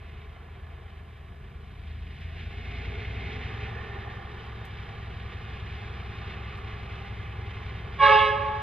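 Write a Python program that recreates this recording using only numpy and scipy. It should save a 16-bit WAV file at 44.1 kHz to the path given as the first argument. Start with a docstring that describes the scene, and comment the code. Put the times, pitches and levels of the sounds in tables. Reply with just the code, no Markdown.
"""A low, uneven diesel idle comes first: a locomotive nearing at night through open, wooded country.
Its engine is notched up and settles into a throbbing beat, built of tones locked to the crank,
under shaped noise for the rumble, the exhaust rush and the blower.
Near the end a three-chime air horn, summed from wavering harmonics, gives one short blast,
which rings on among the trees. A few faint ticks fall close to the microphones."""
import sys
import numpy as np
from scipy import signal
from scipy.fft import rfft, irfft, next_fast_len
from scipy.io import wavfile
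from scipy.ndimage import uniform_filter1d

SR = 44100
rng = np.random.default_rng(int(sys.argv[2]) if len(sys.argv) > 2 else 0)


def to_wav(s):
    """Save 16-bit WAV."""
    ch = np.atleast_2d(s).T  # columns
    pcm = np.round(np.clip(ch, -1, 1) * 32767)  # PCM
    wavfile.write(sys.argv[1], SR, pcm.astype(np.int16))


N = 380141
TIME = np.arange(N) / SR
FREQS = np.maximum(np.fft.rfftfreq(2 * next_fast_len(N // 2 + 1), 1 / SR), 1)

# relative colour of rushing air, in the blower, its surges and the horn: freq_hz, density_db (per Hz)
AIR_COLOUR = [(900, -28.5), (1500, -7), (2100, 1), (2900, -3.5), (3400, -7.5), (4000, -10), (4500, -23),
              (5000, -17.5), (5400, -27), (6200, -26.5), (8000, -49)]

# the horn's valve opens, stays open briefly and shuts
BLAST_S, HOLD_S = 7.977, 0.291


def from_db(db):
    """Decibels to gain."""
    return 10 ** (np.asarray(db) / 20)


def rms_one(x):
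    """Scale to unit power."""
    return x / np.sqrt(np.mean(x ** 2) + 1e-20)


def colour(points):
    """A spectrum table at every frequency, interpolated along log frequency."""
    hz, value = np.transpose(points)
    return np.interp(np.log(FREQS), np.log(hz), value)


def hump(hz, width_hz):
    """Gain of a resonance with steep skirts; its width is taken 3 dB down."""
    detuning = (FREQS ** 2 - hz ** 2) / (FREQS * width_hz * 1.55)
    return 1 / (1 + detuning ** 2)


def band(x, low_hz, high_hz):
    """Keep only one band of a sound."""
    return signal.sosfilt(signal.butter(2, [low_hz, high_hz], "band", fs=SR, output="sos"), x)


def dulled(x, cut_hz):
    """Gently take off the treble."""
    return signal.sosfilt(signal.butter(1, cut_hz, fs=SR, output="sos"), x)


def drift(rate_hz):
    """Slow chance of spread 1: noise through two equal poles, drawn every 100 samples."""
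    r = np.exp(-200 * np.pi * rate_hz / SR)
    draws = rng.standard_normal(N // 100 + 1002)
    slow = signal.lfilter([1], [1, -2 * r, r * r], draws)[1000:]   # drop the filter's start
    return np.interp(np.arange(N) / 100, np.arange(len(slow)), rms_one(slow))


def far_noise(gain):
    """Stereo noise of a given colour; scattering makes the sides partly unlike."""
    # how alike left and right are: freq_hz, likeness (0 to 1)
    side_likeness = [(60, 0.95), (110, 1), (210, 0.96), (380, 0.99), (710, 0.87), (1310, 0.65), (2440, 1),
                     (4520, 0.9)]
    mid, side = rng.standard_normal((2, len(FREQS))) + 1j * rng.standard_normal((2, len(FREQS)))
    alike = np.clip(colour(side_likeness), 0, .995)
    pair = np.sqrt(1 + alike) * mid + np.sqrt(1 - alike) * side * [[1], [-1]]
    return rms_one(irfft(pair * gain)[:, :N])


def engine():
    """Crank-locked beat, rumble, and gas noise that puffs with each of three firings a turn."""
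    # it hunts at idle, climbs evenly, overshoots and settles: time_s, crank_turns_per_s
    crank_speed = [(0, 8.672), (.596, 8.792), (1.659, 8.436), (2.048, 8.662), (3.544, 11.156),
                   (4.014, 11.339), (4.871, 10.826)]
    turns_per_s = np.interp(TIME, *np.transpose(crank_speed))
    crank = np.cumsum(turns_per_s) / SR + .457
    load = np.clip((turns_per_s - 9.2) / 1.82, 0, 1)   # 0 at idle, 1 at full load
    speeding = uniform_filter1d(np.gradient(turns_per_s) * SR, size=SR // 2)   # turns/s gained each s

    firings = 3 * crank
    puffs = 1 + 0.082 * np.cos(2 * np.pi * firings) + 0.071 * np.cos(4 * np.pi * firings)
    # moving night air makes the distant sound flutter
    rush_flutter = from_db(0.43 * drift(7.7))
    blower_flutter = from_db(0.91 * drift(18.0) + .5 * drift(35))
    rush = (exhaust_rush(load, speeding) + swells()) * rush_flutter
    gas_noise = puffs * (rush + blower() * blower_flutter)
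    return thump(crank, load, speeding) + rumble(load) + gas_noise


def follow_effort(cruise_db, share, lag_s, approach_db_per_s):
    """Level in dB of one part of the engine: it follows the effort and grows as the train nears."""
    # how hard the engine works, as the loudness of its gas noise: time_s, effort_db
    effort = [(0.0, -48.5), (0.3, -48.5), (0.55, -51), (1.65, -52.5), (2.1, -47.5), (2.85, -40),
              (3.45, -38), (3.9, -41), (4.3, -43.5), (5.0, -44.0), (5.6, -42.5), (6.5, -42.5), (7.9, -43)]
    s, db = np.transpose(effort)
    swing_db = np.interp(TIME - lag_s, s, db) - -42   # against the effort when cruising
    return cruise_db + share * swing_db + approach_db_per_s * (TIME - TIME.mean())


def thump(crank, load, speeding):
    """The beat hits harder while the engine gains speed and weaker while it coasts."""
    # cruise_db, share of the effort's swing, lag_s (negative leads), approach_db_per_s
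    beat_law = (-39.5, 0.34, -0.2, 0.34)
    fuel_db, coast_db = 1.5, 3.0   # dB per turn/s gained or lost each s
    push_db = speeding * np.where(speeding > 0, fuel_db, coast_db)
    beat = exhaust_beat(crank, load, smear=0.0705, waver=0.095)
    return from_db(follow_effort(*beat_law) + push_db) * beat


def exhaust_beat(crank, load, smear, waver):
    """One thump a turn, built of crank orders; the silencer delays the higher ones. Power 1."""
    # exhaust tones: order (rounded for pitch; its fraction only shifts phase), idle_db, load_db (relative)
    crank_tones = [(2, -37.5, -13), (3, -20.5, -28), (4.04, -20.5, -18.5), (5.02, -20, -24), (6, -2.5, 2),
                   (7, -10.5, -26.5), (7.77, -19, -1.5), (9.1, 2, -4), (10.1, -16.5, 1), (11, -16, -45),
                   (13.07, -13.5, -14), (14.65, -21, -12), (17.88, -32, -12.5), (19.34, -33.5, -18),
                   (19.5, -31, -14.5), (22.6, -18, -30)]
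    middle_order = crank_tones[6][0]
    wobble = waver * (2 - load)   # idling is less even
    tones, power = 0, 0
    for order, idle_db, load_db in crank_tones:
        gain = from_db(idle_db + load * (load_db - idle_db))
        phase = 2 * np.pi * round(order) * crank - smear * (order - middle_order) ** 2
        in_step = (1 + wobble * drift(6.3)) * np.cos(phase)
        astray = wobble * drift(2.6) * np.sin(phase)
        tones = tones + gain * (in_step + astray)
        power = power + gain ** 2 / 2
    return tones / np.sqrt(power)


def rumble(load):
    """Low noise that swells as the engine works harder, though less than the effort alone would give."""
    # relative colour: freq_hz, density_db (per Hz)
    rumble_colour = [(12, -13), (25, -11.5), (45, -2), (75, 0), (125, -0.5), (180, -9), (250, -16),
                     (320, -23.5), (600, -60)]
    # cruise_db (before the boost below), share of the effort's swing, lag_s (negative leads),
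    # approach_db_per_s
    rumble_law = (-46, 0.53, -0.46, 0.34)
    boost_db = 1.5 * (2 - load)
    return from_db(follow_effort(*rumble_law) + boost_db) * far_noise(from_db(colour(rumble_colour)))


def exhaust_rush(load, speeding):
    """Gas noise through the exhaust's resonances, whose balance shifts with load and speeding up."""
    # resonances, levels relative and per root Hz of width:
    # freq_hz, width_hz, idle_db, load_db, pull_db (more while speeding up)
    stack_resonances = [(256, 25, -16, -11.5, 16.5), (407, 86, 3.5, 1, -1.5), (683.5, 73, 1, -6, -0.5),
                        (796, 68, -2, -0.5, 2), (1071, 204, -2.5, -6, -2), (1188, 103, -6.5, -5, -3),
                        (1440, 134, -5.5, -7.5, -0.5), (1712, 84, -3, -4.5, 0.5)]
    # cruise_db, share of the effort's swing, lag_s, approach_db_per_s
    rush_law = (-47, 0.87, 0.4, 0.26)
    pull = np.clip(speeding / 1.37, 0, 1)
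    stack, power = 0, 0
    for hz, width_hz, idle_db, load_db, pull_db in stack_resonances:
        level_db = idle_db + load * (load_db - idle_db) + pull * pull_db
        gain = np.sqrt(width_hz) * from_db(level_db)
        stack = stack + gain * far_noise(hump(hz, width_hz))
        power = power + gain ** 2
    return from_db(follow_effort(*rush_law)) * stack / np.sqrt(power)


def swells():
    """The rush sings out at one pitch, as narrow noise that rises and falls."""
    # time_s, length_s, freq_hz, width_hz, peak_db
    swell_events = [(3.0, 0.48, 690, 70, -56), (3.1, 0.6, 2185, 120, -52), (3.146, 0.78, 420, 53.6, -50.5),
                    (3.848, 0.44, 1805, 84.5, -50), (6.505, 0.5, 1180, 99, -55)]
    return sum(from_db(db) * np.exp(-((TIME - s) / length_s) ** 2) * far_noise(hump(hz, width_hz))
               for s, length_s, hz, width_hz, db in swell_events)


def blower():
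    """The blower's hiss, rising and falling with the effort."""
    # cruise_db, share of the effort's swing, lag_s (negative leads), approach_db_per_s
    blower_law = (-48, 1.0957, -0.09, 0.17)
    return from_db(follow_effort(*blower_law)) * ducted_hiss(ripple_db=2.5, spacing_hz=39.48)


def ducted_hiss(ripple_db, spacing_hz):
    """Blower noise with many narrow duct resonances, which trade places as the train moves."""
    grid, hiss = np.arange(0, SR / 2, spacing_hz), 0
    for turn in np.linspace(0, np.pi, num=3, endpoint=False):
        ripple = np.interp(FREQS, grid, rng.standard_normal(len(grid)))
        fade = np.cos(0.88 * TIME + turn) ** 2
        hiss = hiss + fade * far_noise(from_db(colour(AIR_COLOUR) + ripple_db * ripple))
    return rms_one(hiss)


def surges():
    """The blower's hiss flares up for a moment now and then, as short bursts of banded noise."""
    # time_s, peak_db
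    surge_events = [(2.4, -48), (3.66, -47.5), (6.31, -46.5)]
    length_s = 0.034
    gain = sum(from_db(db) * np.exp(-((TIME - s) / length_s) ** 2) for s, db in surge_events)
    return gain * far_noise(hump(2350, width_hz=1400) * from_db(colour(AIR_COLOUR) / 2))


def horn():
    """Three chimes on one air supply, which couples them into sum tones, with escaping air."""
    # partials of the three chimes: multiple of the pitch, level_db
    low_partials = [(1, -10.5), (2, -2), (3, -8.5), (4, -12.5), (5, -12.5), (6, -19), (7, -18), (8, -23),
                    (9, -32), (10, -52.5), (12, -36.5)]
    middle_partials = [(1, -11), (2, -0.5), (3, -9), (4, -13.5), (5, -10.5), (6, -14.5), (7, -28.5),
                       (8, -39), (9, -34.5), (11, -53.5)]
    high_partials = [(1, -8.5), (2, -3.5), (3, -5), (4, -7.5), (5, -11), (6, -15), (7, -20), (8, -36.5),
                     (9, -29), (11, -41.5)]
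    # the upper chimes speak loud, and all three speak round, before the overtones build up
    speak_s, speak_db, speak_dull_db_per_octave = 0.14, 6.5, 4
    speaking = np.exp(-((TIME - BLAST_S) / speak_s) ** 4)
    # partials against the second, dB per octave
    bright_db = -0.44 - speak_dull_db_per_octave * speaking

    manner = dict(bright_db=bright_db, jitter=0.0032, shimmer_db=4.0, dispersion=0.81)
    low_chime = chime(425.0, low_partials, **manner)
    middle_chime = chime(544.3, middle_partials, **manner)
    high_chime = chime(562.3, high_partials, **manner)
    low = from_db(-19.5) * valve(attack_s=0.077) * low_chime
    upper_gain = from_db(-22.5 + speak_db * speaking) * valve(attack_s=0.048)
    upper = upper_gain * (middle_chime + from_db(-3.5) * high_chime)

    sum_tones = band(low * upper, 900, 2100)
    # at full pressure the waves steepen and a dense rasp fills the treble
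    rasp = band((low + upper) ** 2, 2700, 4100)
    air = from_db(-14) * upper_gain * far_noise(from_db(colour(AIR_COLOUR)))[0]
    return low + upper + from_db(-0.5) * sum_tones + from_db(2.5) * rasp + air


def chime(hz, partials, bright_db, jitter, shimmer_db, dispersion):
    """A buzzing diaphragm in a flared bell: harmonics that start a little sharp, waver and sag."""
    blowing = TIME > BLAST_S
    t = TIME[blowing] - BLAST_S
    # shares of the pitch: sharp at first, settling, then sagging as the air runs out
    sharp, settle_s, sag_per_s = .02, 0.0494, .075
    bend = sharp * np.exp(-t / settle_s) - sag_per_s * np.maximum(t - HOLD_S, 0)
    cycles = np.cumsum(hz * (1 + bend + jitter * drift(25)[blowing])) / SR
    orders, levels_db = np.transpose(partials)
    tone = np.zeros(N)
    for k in range(1, round(orders[-1]) + 1):
        level_db = np.interp(k, orders, levels_db)   # bridges multiples the table skips
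        tilt_db = bright_db[blowing] * np.abs(np.log2(k / 2))
        waver_db = shimmer_db * drift(11.0)[blowing]
        wave = np.sin(2 * np.pi * k * cycles + dispersion * k ** 2)
        tone[blowing] += from_db(level_db + tilt_db + waver_db) * wave
    return np.sqrt(2) * tone


def valve(attack_s):
    """Gain of a chime: it builds up when the valve opens, droops, and dies when the valve shuts."""
    # after a short time at full pressure the air line droops; the release adds to the droop
    full_s, droop_db_per_s, release_db_per_s = 0.13, 29.5, 97
    t = np.maximum(TIME - BLAST_S, 0)
    droop_db = droop_db_per_s * np.maximum(t - full_s, 0)
    release_db = release_db_per_s * np.maximum(t - HOLD_S, 0)
    return (1 - np.exp(-(t / attack_s) ** 2)) * from_db(-droop_db - release_db)


def tree_lines(x):
    """A few distinct, dull echoes from the edges of the wood."""
    # delay_s, level_db
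    wood_edges = [(.125, -16.5), (.33, -22)]
    dull = dulled(x, cut_hz=4800)
    return sum(from_db(db) * np.interp(TIME - delay_s, TIME, dull) for delay_s, db in wood_edges)


def woods(x, t60_s, build_s, shared, dull_hz):
    """Countless weak echoes from trunks and foliage, dull and partly common to both sides."""
    t = TIME[:2 * SR]
    echoes = rng.standard_normal((2, len(t))) + shared * rng.standard_normal(len(t))
    echoes = echoes * from_db(-60 * t / t60_s) * (1 - np.exp(-(t / build_s) ** 2))
    echoes = echoes / np.sqrt(np.sum(echoes ** 2) / 2)
    return signal.fftconvolve(dulled(x, dull_hz)[None], echoes, axes=1)[:, :N]


def microphones(pair):
    """The locomotive is to the right: the left side hears it mostly later and weaker."""
    # left against right: freq_hz, left_minus_right_db
    side_level = [(60, 0.5), (200, 1), (410, 0), (660, -2.5), (1070, -3.5), (1650, -5), (2200, -1.5),
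                  (2800, 0), (4500, 1)]
    # left against right: freq_hz, left_lead_rad
    side_lead = [(60, 0), (200, 0.03), (430, -0.7), (860, -1), (1290, 0.4), (1640, 0.5), (2200, 0.17),
                 (2600, 0.54), (3600, 0.03), (3960, -1.53), (4400, -0.95), (7000, -3.5)]
    # half of each difference goes to either side
    shade = from_db(colour(side_level) / 2) * np.exp(.5j * colour(side_lead))
    spectra = rfft(pair, 2 * (len(FREQS) - 1))
    return irfft(spectra * np.array([shade, 1 / shade]))[:, :N]


def ticks(decay_s):
    """Tiny dry snaps close to the microphones: noise that dies at once, without its bass."""
    # time_s, peak_db (nominal; the envelope starts 7 dB lower, as noise peaks above it)
    tick_events = [(2.205, -64), (4.452, -65), (4.65, -49.5), (6.571, -59)]
    envelope = sum(from_db(db - 7) * (TIME >= s) * np.exp(-np.abs(TIME - s) / decay_s)
                   for s, db in tick_events)
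    high_pass = signal.butter(1, 1800, "high", fs=SR, output="sos")
    return signal.sosfilt(high_pass, envelope * rng.standard_normal((2, N)))


def scene():
    """Engine, horn and its echoes, and a few ticks nearby."""
    blast = horn()
    ringing = woods(blast, t60_s=2.1, build_s=0.092, shared=1.1, dull_hz=850)
    echoes = tree_lines(blast) + from_db(-7.5) * ringing
    return microphones(engine() + surges() + blast + echoes) + ticks(decay_s=0.013)


def record(dry):
    """Faint amplifier hiss; a steep filter cuts the top, 60 dB down from 14734 Hz."""
    hiss = from_db(-75.5) * rng.standard_normal((2, N))
    return signal.sosfilt(signal.cheby2(14, 60, 14734, fs=SR, output="sos"), dry + hiss)


dry = scene()
out = record(dry)
to_wav(out)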